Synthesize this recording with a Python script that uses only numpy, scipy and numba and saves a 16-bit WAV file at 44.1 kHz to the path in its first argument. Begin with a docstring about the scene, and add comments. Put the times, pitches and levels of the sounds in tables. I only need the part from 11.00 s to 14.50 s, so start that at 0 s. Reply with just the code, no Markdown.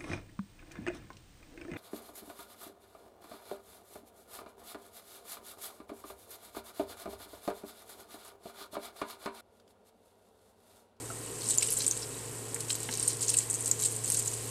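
"""Deep-frying in hot oil

Dough balls fry in a pan: tiny steam bubbles fizz all the time, each a short damped vibration.
As a ladle stirs, water meets the oil in flurries of clumped bubble bursts, with sharp single pops
(damped rings with a noise snap), soft plops (lower rings with a splash) and one modal ladle knock.
An echo follows the oil; noise tails of pan and kitchen follow all but the fizz. A fan motor hums
behind: wavering sine tones over filtered noise."""
import sys
import numpy as np
from scipy import signal
from scipy.fft import rfft, irfft
from scipy.io import wavfile
from scipy.ndimage import uniform_filter1d
from numba import njit

SR = 44100
rng = np.random.default_rng(int(sys.argv[2]) if len(sys.argv) > 2 else 0)


def persist_wave(psi):
    """Save psi, clipped to +-1, as 16-bit WAV."""
    counts = np.round(np.clip(psi, -1, 1) * 32767).astype(np.int16)
    wavfile.write(sys.argv[1], SR, np.atleast_2d(counts).T)


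N = 154350  # length in samples
TOP_HZ = 14000  # upper limit of the sound


def undb(db):
    """Level law: decibels to amplitude gain."""
    return 10 ** (np.asarray(db) / 20)


def unit(x):
    """Normalisation: scale to rms 1."""
    return x / np.sqrt(np.mean(x ** 2))


def curve(rows):
    """Level contour: gain over time, interpolated in decibels between (time_s, level_db) points."""
    return undb(np.interp(np.arange(N) / SR, *np.array(rows).T))


def walk(rate_hz):
    """Slow random fluctuation: held random values, smoothed twice, with a spread near 1."""
    hold = int(SR / rate_hz)
    steps = np.repeat(rng.standard_normal(N // hold + 1), hold)
    return 1.3 * uniform_filter1d(uniform_filter1d(steps, hold), hold)[:N]


def colour(x, points):
    """Minimum-phase filtering through (frequency_hz, gain_db) points; the result has rms 1."""
    hz, db = np.array(points).T
    f = np.maximum(np.fft.rfftfreq(4096, 1 / SR), 1)
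    gain = undb(np.interp(np.log(f), np.log(hz), db))
    # folding the cepstrum onto positive times makes the filter causal
    cepstrum = irfft(np.log(gain))
    half = len(cepstrum) // 2
    cepstrum[1:half] *= 2
    cepstrum[half + 1:] = 0
    impulse = irfft(np.exp(rfft(cepstrum)))
    return unit(signal.fftconvolve(x, impulse)[:N])


def add(out, start_s, sound):
    """Superposition: mix a sound in at its time."""
    i = int(start_s * SR)
    out[i:i + len(sound)] += sound[:N - i]


def ring(hz, ring_ms, attack_ms):
    """Damped vibration: a sine with a rounded rise and exponential decay, its envelope peaking at 1."""
    ms = np.arange(SR // 25) * 1000 / SR
    envelope = (1 - np.exp(-(ms / attack_ms) ** 2)) * np.exp(-ms / ring_ms)
    return envelope / envelope.max() * np.sin(2 * np.pi * hz * np.arange(len(ms)) / SR)


def burst(decay_ms, points):
    """Impulsive noise: coloured noise of rms 1 under an exponential decay."""
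    ms = np.arange(SR // 25) * 1000 / SR
    noise = colour(rng.standard_normal(2 * len(ms)), points)
    # the second half is free of the filter's onset
    return unit(noise[len(ms):2 * len(ms)]) * np.exp(-ms / decay_ms)


@njit
def grains(out, start, hz, cycles, size):
    """Bubble resonance: each grain is a rotating, decaying phasor that rings for a few cycles."""
    y = out.copy()
    for k in range(len(start)):
        life = cycles[k] * SR / hz[k]
        turn = np.exp(2j * np.pi * hz[k] / SR - 1 / life)
        phasor = size[k] + 0j
        for i in range(int(start[k]), min(len(y), int(start[k] + 6 * life))):
            y[i] += phasor.imag
            phasor *= turn
    return y


def bubbles(per_s, low_hz, high_hz, cycles, spread_db, size=N):
    """Random superposition: bubbles burst at independent times, mostly weak and a few strong."""
    when, pitch, life, chance = rng.random((int(per_s * size / SR), 4)).T
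    strength = -np.log(.04 + .96 * chance)  # near-exponential, with a ceiling
    hz = low_hz + (high_hz - low_hz) * pitch
    return grains(np.zeros(size), when * size, hz, cycles * (.5 + life), undb(spread_db * strength))


def hollow(x):
    """Band rejection: a partial notch dips the lower treble of the sizzle to 62 percent at its centre."""
    centre_hz, width_hz, depth = 3500, 390, 0.38
    b, a = signal.iirnotch(centre_hz, centre_hz / width_hz, fs=SR)
    return x + depth * (signal.lfilter(b, a, x) - x)


# level of the steady fizz before its notch: time_s [s], level_db [dB rms]
FIZZ_LEVEL = [(0, -45), (.3, -44), (.7, -42.5), (1.1, -43.5), (1.45, -44.5), (1.9, -43), (2.4, -43),
              (3., -42), (3.5, -40.5)]
# filter shaping the fizz: frequency_hz [Hz], gain_db [dB, relative]
FIZZ_FILTER = [(1200, -24.5), (2500, -15), (4000, -12), (5800, -11), (7000, -4), (8200, 4), (9300, -2),
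               (11000, -7.5), (14000, -9.5)]


def fizz():
    """Dense random superposition: countless tiny bubbles merge into a hiss, with lone ticks among them."""
    hiss = unit(bubbles(per_s=6000, low_hz=1405, high_hz=TOP_HZ, cycles=1.0, spread_db=1))
    ticks = unit(bubbles(per_s=260, low_hz=2500, high_hz=11260, cycles=4.1, spread_db=2.0))
    tick_db = -9  # relative to the hiss
    return curve(FIZZ_LEVEL) * colour(hiss + undb(tick_db) * ticks, FIZZ_FILTER)


# level of the blade tone, before its wavering: time_s [s], level_db [dB rms]
BLADE_LEVEL = [(0, -50.5), (.55, -50), (1.2, -49.5), (2., -47.5), (3.5, -45)]
# motor lines, before their wavering: pitch_hz [Hz], level_db [dB rms]
MOTOR_LINES = [(59, -85), (139, -64.5), (372, -66.5), (426, -57), (639, -64), (745, -67), (1064.5, -66.5),
               (1863, -68)]
# filter shaping the rush of air: frequency_hz [Hz], gain_db [dB, relative]
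AIR_FILTER = [(25, -21), (55, -2), (75, -5), (100, -5), (140, 4.5), (190, -6.5), (260, 2), (340, 1),
              (470, 5.5), (620, -9.5), (950, -6), (1300, -10.5), (2000, -14.5), (4000, -23.5)]


def fan():
    """Tonal and broadband noise: a blade tone and weaker motor lines waver over the rush of air."""
    blade_hz, air_db = 114.2, -46

    def tone(hz, waver):
        """Frequency modulation: a sine of rms 1 whose pitch drifts by a small fraction."""
        pitch_hz = hz * (1 + waver * walk(6))
        return np.sqrt(2) * np.sin(2 * np.pi * np.cumsum(pitch_hz) / SR)

    blade = curve(BLADE_LEVEL) * undb(.5 * walk(8.43)) * tone(blade_hz, waver=0.0049)
    motor = sum(undb(db + 0.61 * walk(4.35)) * tone(hz, waver=0.00147) for hz, db in MOTOR_LINES)
    air = undb(air_db) * colour(rng.standard_normal(N), AIR_FILTER)
    return blade + motor + air


def splash(hz):
    """Noise excitation: a soft puff coloured around the pitch that it accompanies."""
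    level_db, decay_ms, octaves_above = -13.5, 3, 0.6  # the level is relative to the ring's peak
    points = [(hz / 4, -12), (hz / 2, -4), (hz, 0), (hz * 2 ** octaves_above, -12), (hz * 4, -30)]
    return undb(level_db) * burst(decay_ms, points)


# soft plops: start_s [s], level_db [dB, peak of the ring's envelope], pitch_hz [Hz], ring_ms [ms]
PLOP_EVENTS = [(.1025, -43.5, 670, 9.3), (0.102, -35.5, 1320, 3.8), (0.6238, -27.5, 2500, 0.68),
               (0.686, -34, 2950, 1.5), (0.805, -27, 4070, 1.6), (1.022, -28, 5270, .25),
               (1.030, -27, 5300, .4), (1.144, -39.5, 3730, 1.8), (1.562, -29.5, 2090, 0.83)]


def plops():
    """Bubble resonance: stirred oil plops as lower damped rings, each with a small splash."""
    out = np.zeros(N)
    for start, db, hz, ring_ms in PLOP_EVENTS:
        add(out, start, undb(db) * (ring(hz, ring_ms, attack_ms=0.35) + splash(hz)))
    return out


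# modes of the ladle: pitch_hz [Hz], level_db [dB, relative to the knock's level], ring_ms [ms]
LADLE_MODES = [(245, -8, 14), (890, -5.5, 7), (1730, 3, 1.5), (2070, 2, 1.4), (2800, 3, 1.3)]


def knock():
    """Modal vibration: the ladle knocks once, its modes damped by the oil and each with a splash."""
    start_s, level_db = 1.8895, -32
    out = np.zeros(N)
    for hz, db, ring_ms in LADLE_MODES:
        add(out, start_s, undb(level_db + db) * (ring(hz, ring_ms, attack_ms=0.21) + splash(hz)))
    return out


def spits():
    """Clustered bursts: irregular kicks decay exponentially over a weaker even share, to rms 1."""
    mean_gap_s, decay_ms, spread_db, even_db = .007, 1.8, 5.5, -24
    gap, chance = rng.random((1000, 2)).T
    when = np.cumsum(mean_gap_s * (.15 + 1.7 * gap)) * SR
    inside = when < N
    kicks = np.zeros(N)
    np.add.at(kicks, when[inside].astype(int), undb(-spread_db * chance[inside]))
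    surge = signal.lfilter([1], [1, -np.exp(-1000 / (decay_ms * SR))], kicks)
    return unit(surge + undb(even_db))


# flurries: centre_s [s], half_length_s [s, to 1/e of the power],
# small_db and large_db [dB, levels of small and larger bubbles before the common offsets]
FLURRY_EVENTS = [(0.467, 0.045, -40.5, -45), (0.514, 0.026, -33, -41), (0.633, 0.025, -37.5, -41.5),
                 (0.693, 0.016, -41, -43), (0.727, 0.017, -32.5, -44), (0.775, 0.011, -33.5, -48),
                 (0.809, 0.011, -41, -39), (0.838, 0.019, -39, -48), (0.928, 0.084, -47, -51.5),
                 (1.608, 0.0044, -39, -45), (1.708, 0.014, -40, -40.5), (1.753, 0.0082, -39, -42.5),
                 (1.834, 0.042, -55, -52), (1.936, 0.021, -44, -41), (2.001, 0.014, -38, -42),
                 (2.032, 0.01, -40, -41), (2.094, 0.033, -39, -42), (2.235, 0.023, -35.5, -41.5),
                 (2.296, 0.015, -35, -35.5), (2.339, 0.0074, -38, -35.5), (2.395, 0.037, -38.5, -47.5),
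                 (2.507, 0.0076, -28, -59), (2.546, 0.016, -36.5, -62), (2.654, 0.045, -39.5, -60),
                 (2.825, 0.016, -31.5, -41), (2.859, 0.012, -30.5, -42.5), (2.929, 0.037, -39, -52),
                 (3.071, 0.02, -33, -45), (3.135, 0.028, -34.5, -42), (3.194, 0.027, -36, -54),
                 (3.309, 0.075, -44.5, -53)]
# filter shaping the small bubbles: frequency_hz [Hz], gain_db [dB, relative]
SMALL_FILTER = [(2500, -25.5), (5000, -32.5), (6300, -7), (7400, 2.5), (8400, 6), (9400, -2), (11000, -14),
                (14000, -35)]


def crackle():
    """Amplitude modulation: flurries of small bright and larger, lower bubbles swell and spit together.

    The tiniest bubbles follow the flurries but tick outside the clumps."""
    small_offset_db, large_offset_db = 1, 0.5
    tiny_db = -15.5  # relative to the small bubbles
    large_hz, large_octaves = 4440, 0.6  # centre pitch, and its spread either side
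    even_share = 0.38  # share of the larger bubbles that ignores the clumps
    t = np.arange(N) / SR
    span = np.arange(-SR // 8, SR // 8) / SR
    small = colour(bubbles(per_s=3500, low_hz=4460, high_hz=TOP_HZ, cycles=2.9, spread_db=5), SMALL_FILTER)
    tiny = unit(bubbles(per_s=320, low_hz=9350, high_hz=13800, cycles=3.9, spread_db=9.5))
    clumps = spits()
    larger, small_power = np.zeros(N), np.zeros(N)
    for centre, half, small_db, large_db in FLURRY_EVENTS:
        small_power += np.exp(-((t - centre) / half) ** 2) * undb(small_db + small_offset_db) ** 2
        large = bubbles(per_s=2200, low_hz=large_hz / 2 ** large_octaves,
                        high_hz=large_hz * 2 ** large_octaves,
                        cycles=1.27, spread_db=8.5, size=len(span))
        large = unit(np.gradient(large))  # the slope favours the treble
        swell = np.exp(-(span / half) ** 2 / 2)
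        add(larger, centre + span[0], undb(large_db + large_offset_db) * large * swell)
    clumped_larger = larger * (even_share + (1 - even_share) * clumps)
    return clumped_larger + (small * clumps + undb(tiny_db) * tiny) * np.sqrt(small_power)


# ringing steam pops: start_s [s], level_db [dB, before a common offset], pitch_hz [Hz], ring_ms [ms]
POP_EVENTS = [(0.4877, -17, 8150, 0.8), (0.5072, -14, 8250, 0.72), (0.5765, -16, 9600, 0.27),
              (0.5832, -9, 7190, 1.07), (0.7048, -16, 11200, 0.14), (0.7232, -18, 9800, .5),
              (0.727, -21, 10300, .6), (0.737, -16, 8460, 0.41), (0.7722, -19, 7330, 1.2),
              (0.788, -22.5, 9700, 1.1), (0.8644, -14, 7580, .8), (0.867, -16, 7720, 0.62),
              (0.8792, -11.5, 8600, 1.3), (0.9114, -12, 6620, 0.48), (0.9145, -32, 6330, 8),
              (1.696, -25, 8100, 1.2), (1.709, -21, 7750, .9), (1.7289, -19, 7700, 0.73),
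              (1.9976, -18, 8480, 1.2), (2.0279, -16.5, 8630, 0.8), (2.0783, -10.5, 8100, 0.54),
              (2.082, -12, 8940, 0.52), (2.219, -19.5, 8540, 0.63), (2.2833, -16.5, 7000, 0.29),
              (2.3009, -15, 9040, 0.89), (2.34, -16, 8250, 1.3), (2.3694, -13.5, 8340, 1.4),
              (2.372, -14.5, 8660, 1), (2.387, -7, 7660, 0.37), (2.7134, -7.5, 7440, 0.48),
              (2.822, -20, 7300, 0.98), (2.8597, -14, 8150, 0.59), (3.1017, -9, 9400, 0.14),
              (3.1689, -22, 6530, 0.41), (3.279, -18.5, 7000, 0.67)]
# dry clicks of thin bubbles: start_s [s], level_db [dB, peak of the ring's envelope]
CLICK_EVENTS = [(0.499, -14), (.5212, -19), (.5503, -18), (.6508, -21), (.6663, -21), (0.6737, -15),
                (0.686, -20), (0.8236, -21), (.8677, -15), (0.887, -23), (.975, -18), (1.5452, -13.5),
                (1.72, -22), (1.804, -20.5), (1.831, -19.5), (1.9383, -20), (1.9739, -18.5), (2.0344, -21),
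                (2.0936, -24), (2.133, -23), (2.17, -23), (2.1115, -24), (2.2248, -20), (2.231, -21),
                (2.2428, -27), (2.2485, -22), (2.298, -12), (2.5, -16), (2.5412, -16), (2.6244, -23),
                (2.6592, -13), (2.6728, -19), (2.6785, -14), (2.69, -21), (2.793, -20), (2.7995, -19),
                (2.8372, -11), (2.8575, -16), (2.964, -19.5), (3.0778, -19), (3.086, -19), (3.1199, -11.5),
                (3.1222, -18), (3.1453, -12), (3.1873, -19), (3.1962, -13.5), (3.225, -20), (3.26, -17),
                (3.2754, -16)]
# filter shaping the snap of both: frequency_hz [Hz], gain_db [dB, relative]
SNAP_FILTER = [(1000, -23), (3000, -6.5), (5000, 4.5), (9000, 9), (14000, 0.5)]


def pops():
    """Cavity resonance: a bursting drop snaps and rings briefly; thin bubbles click, all at one pitch."""
    rise_ms = .18
    pop_offset_db, pop_snap_db, pop_snap_ms = 1, -15, 0.71  # snap levels are relative to the ring
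    click_hz, click_ms, click_snap_db, click_snap_ms = 8100, 0.28, -12, 0.52
    out = np.zeros(N)
    for start, db, hz, ring_ms in POP_EVENTS:
        snap = undb(pop_snap_db) * burst(pop_snap_ms, SNAP_FILTER)
        add(out, start, undb(db + pop_offset_db) * (ring(hz, ring_ms, rise_ms) + snap))
    for start, db in CLICK_EVENTS:
        snap = undb(click_snap_db) * burst(click_snap_ms, SNAP_FILTER)
        add(out, start, undb(db) * (ring(click_hz, click_ms, rise_ms) + snap))
    return out


def reflections(x, t60_s, count=4):
    """Diffuse reverberation: decaying noise tails, a random one of a few for each short stretch of sound."""
    t = np.arange(SR // 2) / SR
    spot = np.repeat(rng.integers(0, count, N // 512 + 1), 512)[:N]  # which spot of the pan sounds
    out = np.zeros(N)
    for k in range(count):
        decay = np.exp(-np.log(1000) * t / t60_s)  # falls 60 dB in t60_s
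        tail = rng.standard_normal(len(t)) * decay * (t > .001)
        tail = tail / np.sqrt(np.sum(tail ** 2))
        share = uniform_filter1d(1. * (spot == k), size=64)
        out += signal.fftconvolve(x * share, tail)[:N]
    return out


def scene():
    """Superposition: direct oil sounds, one near echo, the pan's and kitchen's reflections, and the fan."""
    echo_s, echo_db = .00305, -11
    pan_db, pan_t60_s, room_db, room_t60_s = -4, 0.042, -10.5, 0.37
    events = hollow(crackle() + pops()) + plops() + knock()
    steady = hollow(fizz())
    direct = events + steady
    echo = np.interp(np.arange(N) - echo_s * SR, np.arange(N), direct, left=0)
    pan = undb(pan_db) * reflections(events, pan_t60_s)
    room = undb(room_db) * reflections(events, room_t60_s)
    return (direct + undb(echo_db) * echo + pan + room + fan())[None]


def record(dry):
    """Band limitation: a steep elliptic low-pass cuts the top."""
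    lowpass = signal.ellip(10, .2, 70, TOP_HZ, fs=SR, output="sos")  # ripple, stopband [dB]
    return signal.sosfilt(lowpass, dry)


dry = scene()
out = record(dry)
persist_wave(out)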